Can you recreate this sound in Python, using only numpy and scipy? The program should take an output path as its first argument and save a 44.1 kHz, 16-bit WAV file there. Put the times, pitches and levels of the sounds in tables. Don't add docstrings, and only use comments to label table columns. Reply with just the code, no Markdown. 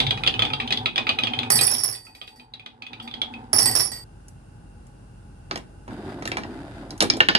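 import sys
import numpy as np
from scipy import signal
from scipy.fft import rfft, irfft
from scipy.io import wavfile
from scipy.ndimage import uniform_filter1d

SR = 44100
rng = np.random.default_rng(int(sys.argv[2]) if len(sys.argv) > 2 else 0)


def attenuation_scalar(level_db):
    decades = np.asarray(level_db, float) / 20
    return 10 ** decades


def dump(signal):
    limited = np.clip(np.atleast_2d(signal).T, -1, 1)
    pcm = np.round(limited * 32767).astype(np.int16)
    wavfile.write(sys.argv[1], SR, pcm)


N = 325458
T = np.arange(N) / SR
CUT_S = 4.04
CLACK_PAN_DB = -2.5


def unit(x):
    return x / np.sqrt(np.mean(x ** 2, axis=-1, keepdims=True))


def colour(x, points, peaks=()):
    f = np.maximum(np.fft.rfftfreq(x.shape[-1], 1 / SR), 1)
    point_hz, point_db = np.array(points).T
    db = np.interp(np.log(f), np.log(point_hz), point_db)
    for hz, width, peak_db in peaks:
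        db = db + peak_db / (1 + (2 * (f - hz) / width) ** 2)
    return irfft(rfft(x) * attenuation_scalar(db), x.shape[-1])


def band(x, lo_hz, hi_hz):
    return signal.sosfilt(signal.butter(2, [lo_hz, hi_hz], "bandpass", fs=SR, output="sos"), x)


def resonate(x, modes):
    return sum(attenuation_scalar(db) * signal.lfilter(*signal.iirpeak(hz, hz / width, SR), x) for hz, width, db in modes)


def place(x, pan_db, lag_s):
    lag = int(round(lag_s * SR))
    left = np.roll(x, max(lag, 0)) * attenuation_scalar(pan_db / 2)
    right = np.roll(x, max(-lag, 0)) * attenuation_scalar(-pan_db / 2)
    return np.array([left, right])


def bumps(rate, spread_db):
    out, count = np.zeros(N), int(rate * N / SR)
    where = rng.integers(0, N, 80000)
    size = rng.standard_normal(80000) * attenuation_scalar(spread_db * np.minimum(rng.exponential(size=80000), 4))
    out[where[:count]] = size[:count]
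    return unit(out)


def tails():
    # band centre in Hz, time to fall 60 dB in seconds
    room = [(200, 0.587), (800, 0.14), (2500, 0.18), (5000, 0.074), (10000, 0.16)]
    t = T[:12000]
    noise = np.array([band(rng.standard_normal((2, 2 * SR)), hz / 1.43, hz * 1.7) for hz, _ in room])
    fade = np.array([attenuation_scalar(-60 * t / t60) for _, t60 in room])[:, None] * np.minimum(t / 0.00061, 1)

    def tail(place_01):
        start = int(place_01 * SR)
        return unit((noise[:, :, start:start + len(t)] * fade).sum(0)) / np.sqrt(len(t))
    return tail


def clacks(hits, modes, tail, lag_s, focus_hz, scatter_db, crack_db, crack_s, contact_s, top_hz, wet_db, gain_db):
    out, t, usual = np.zeros((2, N + SR)), T[:4096], tail(0)
    hz, width, db = np.transpose(modes)[:, :, None]
    rise = np.sin(np.pi / 2 * np.minimum(t / contact_s, 1)) ** 2
    puff = rise * np.exp(-t / crack_s)
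    for s, peak_db, pitch, upper_db, tick_db, thud_db in hits:
        luck = rng.standard_normal((3, len(modes), 1))
        noise = rng.standard_normal((3, len(t)))
        spot = rng.random(2)
        share = attenuation_scalar(db + scatter_db * luck[0] + (upper_db + 11.0) * (hz > 3000))
        share = share * (0.34 + 1 / (1 + ((hz - pitch) / focus_hz) ** 2))
        wave = np.sin(2 * np.pi * (hz + 0.52 * width * luck[1]) * t + luck[2])
        ring = rise * (share * np.exp(-np.pi * width * t) * wave).sum(0)
        crack = band(band(noise[0] * puff, .65 * pitch, top_hz), .5 * pitch, top_hz)
        thud = band(noise[1] * np.exp(-t / 0.017), 160, 1020)
        tick = band(band(noise[2] * puff, top_hz, 10500), 2000, 13000)
        buzz = noise[1] ** 3 * rise * np.exp(-t / .03)
        rattle = band(band(buzz, 1800, top_hz), 1800, top_hz)
        layers = [(ring, 0), (crack, crack_db + upper_db / 2), (thud, thud_db + 3.5),
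                  (tick, tick_db + 5.5), (rattle, -18.5)]
        blow = attenuation_scalar(peak_db + gain_db) * sum(attenuation_scalar(d) * v / np.abs(v).max() for v, d in layers)
        heard = attenuation_scalar(wet_db) * signal.fftconvolve(blow[None], usual + 1.12 * tail(spot[0]), axes=1)
        heard[:, :len(t)] += place(blow, CLACK_PAN_DB + 3 * (spot[1] - .5), lag_s)
        i = int(s * SR)
        out[:, i:i + heard.shape[1]] += heard
    return out[:, :N]


def tower_steps(tail):
    # mode in Hz, width in Hz, level in dB
    tower_modes = [(1280, 74, -7), (1960, 180, -7.5), (2310, 82, -13), (2509, 39.3, -6), (2850, 100, -8),
                   (3240, 130, 4), (3420, 110, 8), (3570, 40, -10), (3860, 90, 0), (4600, 68, -6),
                   (4630, 96, -19.5)]
    # start in seconds, peak in dB, strongest pitch in Hz, brightness in dB
    first_drop = [(0.0014, -3, 3220, 0.5), (0.0659, -12, 3570, -0.5), (0.107, -8.5, 3160, -0.5),
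                  (0.174, -18, 1960, -17), (0.235, -12, 2400, -6), (0.2635, -9, 2690, -14),
                  (0.2745, -4, 2850, 1.5), (0.3389, -12, 2850, -24.5), (0.3922, -5.5, 3420, -18.5),
                  (0.4205, -5, 2300, -8.5), (0.451, -11, 3070, -10.5), (0.5015, -18.5, 2310, -25.5),
                  (0.5333, -12.5, 2940, -9.5), (0.6, -12, 2310, -16), (0.675, -19.5, 3240, 1.5),
                  (0.7055, -9.5, 2400, -14), (0.7234, -10, 3340, 7), (0.7724, -16.5, 3240, 0),
                  (0.8576, -5.5, 2480, -13), (0.9583, -10, 2510, -10.5), (0.9781, -5, 2600, -10),
                  (1.068, -12, 2310, -17), (1.0911, -6.5, 2720, -11.5), (1.1866, -8.5, 2520, -15.5),
                  (1.2348, -7.5, 3440, -9), (1.27, -11, 2860, -15.5), (1.3341, -12.5, 3240, -24.5),
                  (1.3881, -11.5, 2780, -9), (1.431, -15.5, 2500, -15.5)]
    second_drop = [(1.5882, -9.5, 2600, -2.5), (1.6765, -16.5, 2530, -9.5), (1.7476, -22.5, 3420, -3),
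                   (1.95, -32, 2540, -15), (2.067, -35.5, 2520, -26), (2.149, -35.5, 2510, -14.5),
                   (2.214, -23.5, 2460, -13), (2.2768, -30.5, 2610, -12.5), (2.3965, -33.5, 2500, -15),
                   (2.5365, -25.5, 3830, -7), (2.5956, -29.5, 2550, -15), (2.6603, -25, 2520, -6.5),
                   (2.821, -22.5, 2510, -17), (2.8651, -24, 2530, -12), (2.9312, -24.5, 2500, -13.5),
                   (2.999, -25, 3330, -17), (3.0755, -24, 2550, -12), (3.111, -29, 3490, -13),
                   (3.1385, -21.5, 3280, -9), (3.2163, -12, 3380, -4), (3.338, -25, 2440, -13)]
    steps = [(s, db, hz, up, -28.5 + 0.23 * up, -19.5) for s, db, hz, up in first_drop + second_drop]
    out = clacks(steps, tower_modes, tail, lag_s=.00045, focus_hz=150, scatter_db=3.7, crack_db=-2.75,
                 crack_s=0.0027, contact_s=0.0014, top_hz=4800, wet_db=-6, gain_db=-1.2)
    return out * (T < CUT_S)


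def rolling():
    # start in seconds, end in seconds, start level in dB, end level in dB, knock of the boards in dB
    stretches = [(0, 0.367, -29.5, -36, -1.5), (0.406, 0.84, -39.5, -41.5, 5.5),
                 (0.984, 1.475, -44, -39, 6), (1.549, 1.914, -33, -48.5, 0), (2.08, 2.837, -61, -57, 5),
                 (2.92, 3.42, -55, -48.5, 9), (3.547, 3.81, -35, -37, 0.5), (5.527, 5.586, -34, -48, -4.5),
                 (5.911, 6.381, -33, -35.5, -7), (6.45, 6.924, -39.5, -38.5, -4.5),
                 (7.044, 7.382, -31, -43, -16.5)]
    # mode in Hz, width in Hz, level in dB
    tower_boards = [(115.8, 7.7, -2.5), (135, 7.2, -6), (235.6, 17, 5.5), (427, 37, -15), (772.7, 40, -2),
                    (859.3, 18, 0.5)]
    rail_boards = [(114.2, 21, 2), (342, 210, 5.2), (651, 5.3, 1.9)]
    # frequency in Hz, density in dB per Hz
    grit_curve = [(590, -24), (1000, -14.5), (1520, -1.5), (2100, -14), (3740, -17), (6070, -29),
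                  (9420, -27.5), (13000, -42)]
    # peak in Hz, width in Hz, lift in dB
    grit_peaks = [(2020, 73, 6), (3650, 160, 5), (4850, 300, 9)]
    rise_db_s, fade_db_s = 598.5, 102.5

    rumble, knock = 0, 0
    for start, end, start_db, end_db, knock_db in stretches:
        db = np.interp(T, (start, end), (start_db, end_db))
        db = db - rise_db_s * np.maximum(start - T, 0) - fade_db_s * np.maximum(T - end, 0)
        rumble = rumble + attenuation_scalar(db)
        knock = knock + attenuation_scalar(db + knock_db)

    out = 0
    for boards, broad_db, split_hz, lag_s, grit_db, on in (
            (tower_boards, -24, 175, .0003, -17, T < CUT_S), (rail_boards, -15, 400, .0001, -8, T > 5.5)):
        drive = bumps(3000, 3.1)
        drives = (drive, drive + 0.06 * bumps(2200, 0.88))
        body = np.array([resonate(v, boards) + attenuation_scalar(broad_db) * band(v, 90, 760) for v in drives])
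        low = unit(band(body, 95, split_hz))
        mid = unit(band(body, split_hz, 920))
        grit = unit(colour(np.array([bumps(7000, 1.5), bumps(6000, 5.1)]), grit_curve, grit_peaks))
        swell = attenuation_scalar(1.54 * unit(band(rng.standard_normal((3, N)), 1.1, 11.4)))
        both = rumble * swell[0] * low + knock * (swell[1] * mid + attenuation_scalar(grit_db) * swell[2] * grit)
        out = out + on * np.array([np.roll(both[0], int(lag_s * SR)), both[1]])
    return out


def air():
    # frequency in Hz, density in dB per Hz
    air_curve = [(28, -17.5), (60, -4.5), (110, -3.5), (350, -19.5), (2300, -49), (9800, -52),
                 (11500, -59.5), (14000, -89)]
    # peak in Hz, width in Hz, lift in dB
    air_peaks = [(829, 58, 11.5), (1500, 240, 10.5), (2750, 250, 12.5), (4960, 450, 3.5), (9380, 1750, 7)]
    # time in seconds, gain in dB
    duck = [
        (0, 8),
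        (1.49, -8),
        (2.8, -15),
        (3.5, -1),
        (4.04, 1.5),
        (7.38, 3.5),
    ]
    noise = rng.standard_normal((3, N))
    shared = colour(noise[0], [(300, -3.0), (900, -4.5), (2500, -13.5)])
    apart = colour(noise[1:], [(60, -24.0), (300, -8.0), (1000, 3.96)])
    both = np.array([shared, np.roll(shared, shift=20)]) + apart
    both = unit(colour(both, air_curve, air_peaks)) * attenuation_scalar(-49)
    waver_db = 1.5 * unit(band(rng.standard_normal(N), 0.43, 4))
    hum = attenuation_scalar(-51 + waver_db) * np.sin(2 * np.pi * 47.1 * T)
    return (both + hum) * attenuation_scalar(np.interp(T, *np.transpose(duck)))


def rail_and_tray(tail):
    # mode in Hz, width in Hz, level in dB
    rail_modes = [(1280, 45, -7.5), (1640, 96, 0.5), (1922, 120, 1), (2354, 93, -3.5), (2750, 94, -8),
                  (3090, 94, -11), (3406, 320, -3.5), (4460, 180, -4.5), (5198, 106, -2.5), (6030, 130, -8)]
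    # start in seconds, peak in dB, strongest pitch in Hz, tick in dB,
    # thud in dB
    landings = [
        (1.5026, -10.5, 1500, -5, -13.5),
        (3.5305, -15, 1500, -6, -11),
    ]
    rail_hits = [(4.2825, -46.5, 6100, 5, -13), (4.8675, -53.5, 1500, 3.5, -11),
                 (5.511, -15, 2750, -26, -12.5), (5.5574, -20.5, 3600, -16.5, -7),
                 (5.5743, -29.5, 2730, -9, -6), (5.879, -35.5, 1490, -19.5, 3),
                 (6.2233, -23, 1640, -24, -12), (6.2543, -18.5, 3960, -16, -10.5),
                 (6.2752, -17.5, 2180, -15, -34), (6.317, -15, 2950, -23.5, -8),
                 (6.3698, -13.5, 1550, -25.5, -8.5), (6.3824, -25.5, 1640, -25, -7),
                 (6.4349, -25, 1950, -33, -7.5), (6.906, -28.5, 5660, -10.5, -14),
                 (6.9778, -41, 4020, 1, -17), (7.005, -3, 4300, -16.5, -16),
                 (7.0149, -12.5, 2770, -14.5, -7.5), (7.0235, -8.5, 4530, -8, -7.5),
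                 (7.0341, -22.5, 1280, -20, -12), (7.1, -3.5, 5720, -29, -20.5),
                 (7.1363, -19, 5060, -29.5, -11.5), (7.1684, -26.5, 5170, -9.5, -2)]
    joints = [(s, db, hz, -13 + 6 * np.log2(hz / 2750), tick, thud) for s, db, hz, tick, thud in rail_hits + landings]
    return clacks(joints, rail_modes, tail, lag_s=.0003, focus_hz=540, scatter_db=3.5, crack_db=-0.23,
                  crack_s=.004, contact_s=.0003, top_hz=5700, wet_db=-10, gain_db=-0.47)


def touches():
    # start in seconds, small disc in dB, its lower mode relative to that
    # in dB, large disc in dB
    first_jingle = [(1.502, -18, -3.5, -25.5), (1.519, -19.5, -10, -22.5), (1.555, -23.5, 1, -20.5),
                    (1.583, -30.5, -6.5, -30.5), (1.61, -26.5, -12, -17.5), (1.635, -18, -6.5, -44),
                    (1.668, -22, -7, -32.5), (1.698, -31.5, 1, -44), (1.712, -22, 0, -59.5),
                    (1.74, -27, -2.5, -43), (1.763, -35, 3, -49.5), (1.782, -26.5, -2, -47.5),
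                    (1.8, -42, 10, -41.5), (1.835, -19, -6.5, -42), (1.859, -31, -4, -52),
                    (1.879, -30, 0, -55), (1.925, -38.5, -1.5, -40.5), (1.958, -54.5, 6, -49)]
    second_jingle = [(3.53, -16.5, -7, -34), (3.562, -27, 4, -41), (3.583, -16.5, 1, -36),
                     (3.604, -25.5, 4, -26.5), (3.628, -19, -6, -33), (3.657, -29, -5, -18),
                     (3.701, -30.5, -4, -40), (3.712, -37, 0, -30), (3.752, -18, 0.5, -41),
                     (3.795, -23, 2, -31.5), (3.85, -40, 10.5, -48.5), (3.887, -42.5, 1.5, -51),
                     (3.917, -47.5, 6, -36), (3.962, -63, 3, -44)]
    # start in seconds, large disc in dB
    faint = [
        (2.05, -57),
        (2.149, -59),
        (2.215, -66),
        (2.273, -61),
        (2.359, -62.5),
        (2.451, -107),
        (3.024, -61),
        (3.076, -74),
    ]
    shivers = [(s, db - 17.5, -8, db) for s, db in faint]
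    s, small, lower, large = np.array(first_jingle + shivers + second_jingle).T
    low_small = small + lower
    low_large = -6 + 0.73 * large
    scrape = np.maximum(low_small, low_large) - 15
    return s, np.array([small, low_small, large, low_large, scrape]).T


def discs(tail):
    # mode in Hz, level in dB, time to fall 60 dB in seconds,
    # left minus right in dB, chatter in dB
    ring_groups = [
        [(9951, 3.5, .8, -14, 0.9), (10000, -18, 0.15, -13, 1.5), (13380, -7, 0.35, -4.5, 1.5)],
        [(5465, -9, 0.2, -5, 5), (5460, -11.5, 0.19, -7, 12), (5630, -12, .15, -4.5, 0)],
        [(8225, -6, 0.75, -13.5, -0.5), (8190, -8.5, 0.4, -10, 2.6), (12600, -3.5, 0.29, -2.5, -0.5)],
        [(4618, 0, 0.81, -4.5, 1), (1928, -11, 0.29, 6.5, 3)],
    ]
    # frequency in Hz, density in dB per Hz
    scrape_curve = [(200, -35), (350, -10.5), (1600, -14.5), (3000, -22), (6400, -18.5), (8800, -24),
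                    (13300, -19.5), (14100, -44.5)]
    # peak in Hz, width in Hz, lift in dB
    scrape_peaks = [(5230, 700, 13.5), (10400, 2700, 6.5), (12800, 600, -4)]
    s, levels = touches()
    t = T[T < CUT_S]
    k = np.maximum(np.searchsorted(s, t) - 1, 0)
    since, on = np.maximum(t - s[k], 0), t > s[0]
    smooth = signal.butter(2, 450, fs=SR)
    out = 0
    for column, modes in enumerate(ring_groups):
        for hz, db, t60, pan_db, chatter_db in modes:
            tremble = np.tanh(0.85 * unit(band(rng.standard_normal(len(t)), 32, 200))) * 1.9
            start = .12 * rng.random(len(s)) - hz * s
            state = attenuation_scalar(levels[k, column] + db - 60 * since / t60) * on * np.exp(2j * np.pi * start[k])
            state = signal.lfilter(*smooth, state)
            sway = 1j * np.exp(.7j * unit(band(rng.standard_normal(len(t)), 3, 30)))
            tone = state * attenuation_scalar(chatter_db * tremble) * np.exp(2j * np.pi * hz * t)
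            out = out + np.imag([tone * sway * attenuation_scalar(pan_db / 2), tone * attenuation_scalar(-pan_db / 2)])
    burst = attenuation_scalar(levels[k, 4] + 9.0) * on * (attenuation_scalar(-60 * since / 0.24) + 0.16 * np.exp(-since / 0.002))
    scrape = colour(np.array([bumps(7000, 1.3), bumps(10000, 1.2)]), scrape_curve, scrape_peaks)[:, :len(t)]
    out = out + uniform_filter1d(burst, size=40) * unit(scrape) * attenuation_scalar([[-2.5], [2.5]])
    out = out + attenuation_scalar(-4.0) * signal.fftconvolve(out, tail(.3), axes=1)[:, :len(t)]
    return np.pad(out, ((0, 0), (0, N - len(t))))


def hand_knocks(tail):
    # mode in Hz, width in Hz, level in dB
    block_modes = [(1500, 37, -2), (1730, 84, 6.5), (2180, 140, -1), (2770, 140, -6.5), (2950, 110, -4),
                   (3200, 62, -10), (3430, 180, -11), (3960, 66, -10.5), (4854, 37, -6.5)]
    # start in seconds, peak in dB, strongest pitch in Hz, brightness in dB, rebound delay in seconds
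    block_hits = [
        (7.204, 2.5, 2704, -33, .0071),
        (7.2863, 3, 3500, -14, .0083),
        (7.3502, 0, 2957, -3.5, 0.013),
    ]
    knocks = []
    for s, db, hz, up, gap in block_hits:
        knocks.append((s, db, hz, up, -35, -18))
        knocks.append((s + gap, db - 14, hz, up, -35, -18))
    return clacks(knocks, block_modes, tail, lag_s=.0003, focus_hz=400, scatter_db=1.7, crack_db=-1.7,
                  crack_s=0.00225, contact_s=0.00049, top_hz=5200, wet_db=-12, gain_db=-1.2)


def scene():
    tail = tails()
    tower = tower_steps(tail)
    wood = rail_and_tray(tail) + hand_knocks(tail)
    return tower + discs(tail) + wood + rolling() + air()


def band_limit(x):
    return signal.sosfilt(signal.butter(12, 14780, fs=SR, output="sos"), x)


def record(dry):
    soft = signal.sosfilt(signal.butter(4, [32, 14800], "bandpass", fs=SR, output="sos"), dry)
    return band_limit(np.clip(soft, -1, 1))


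dry = scene()
out = record(dry)
dump(out)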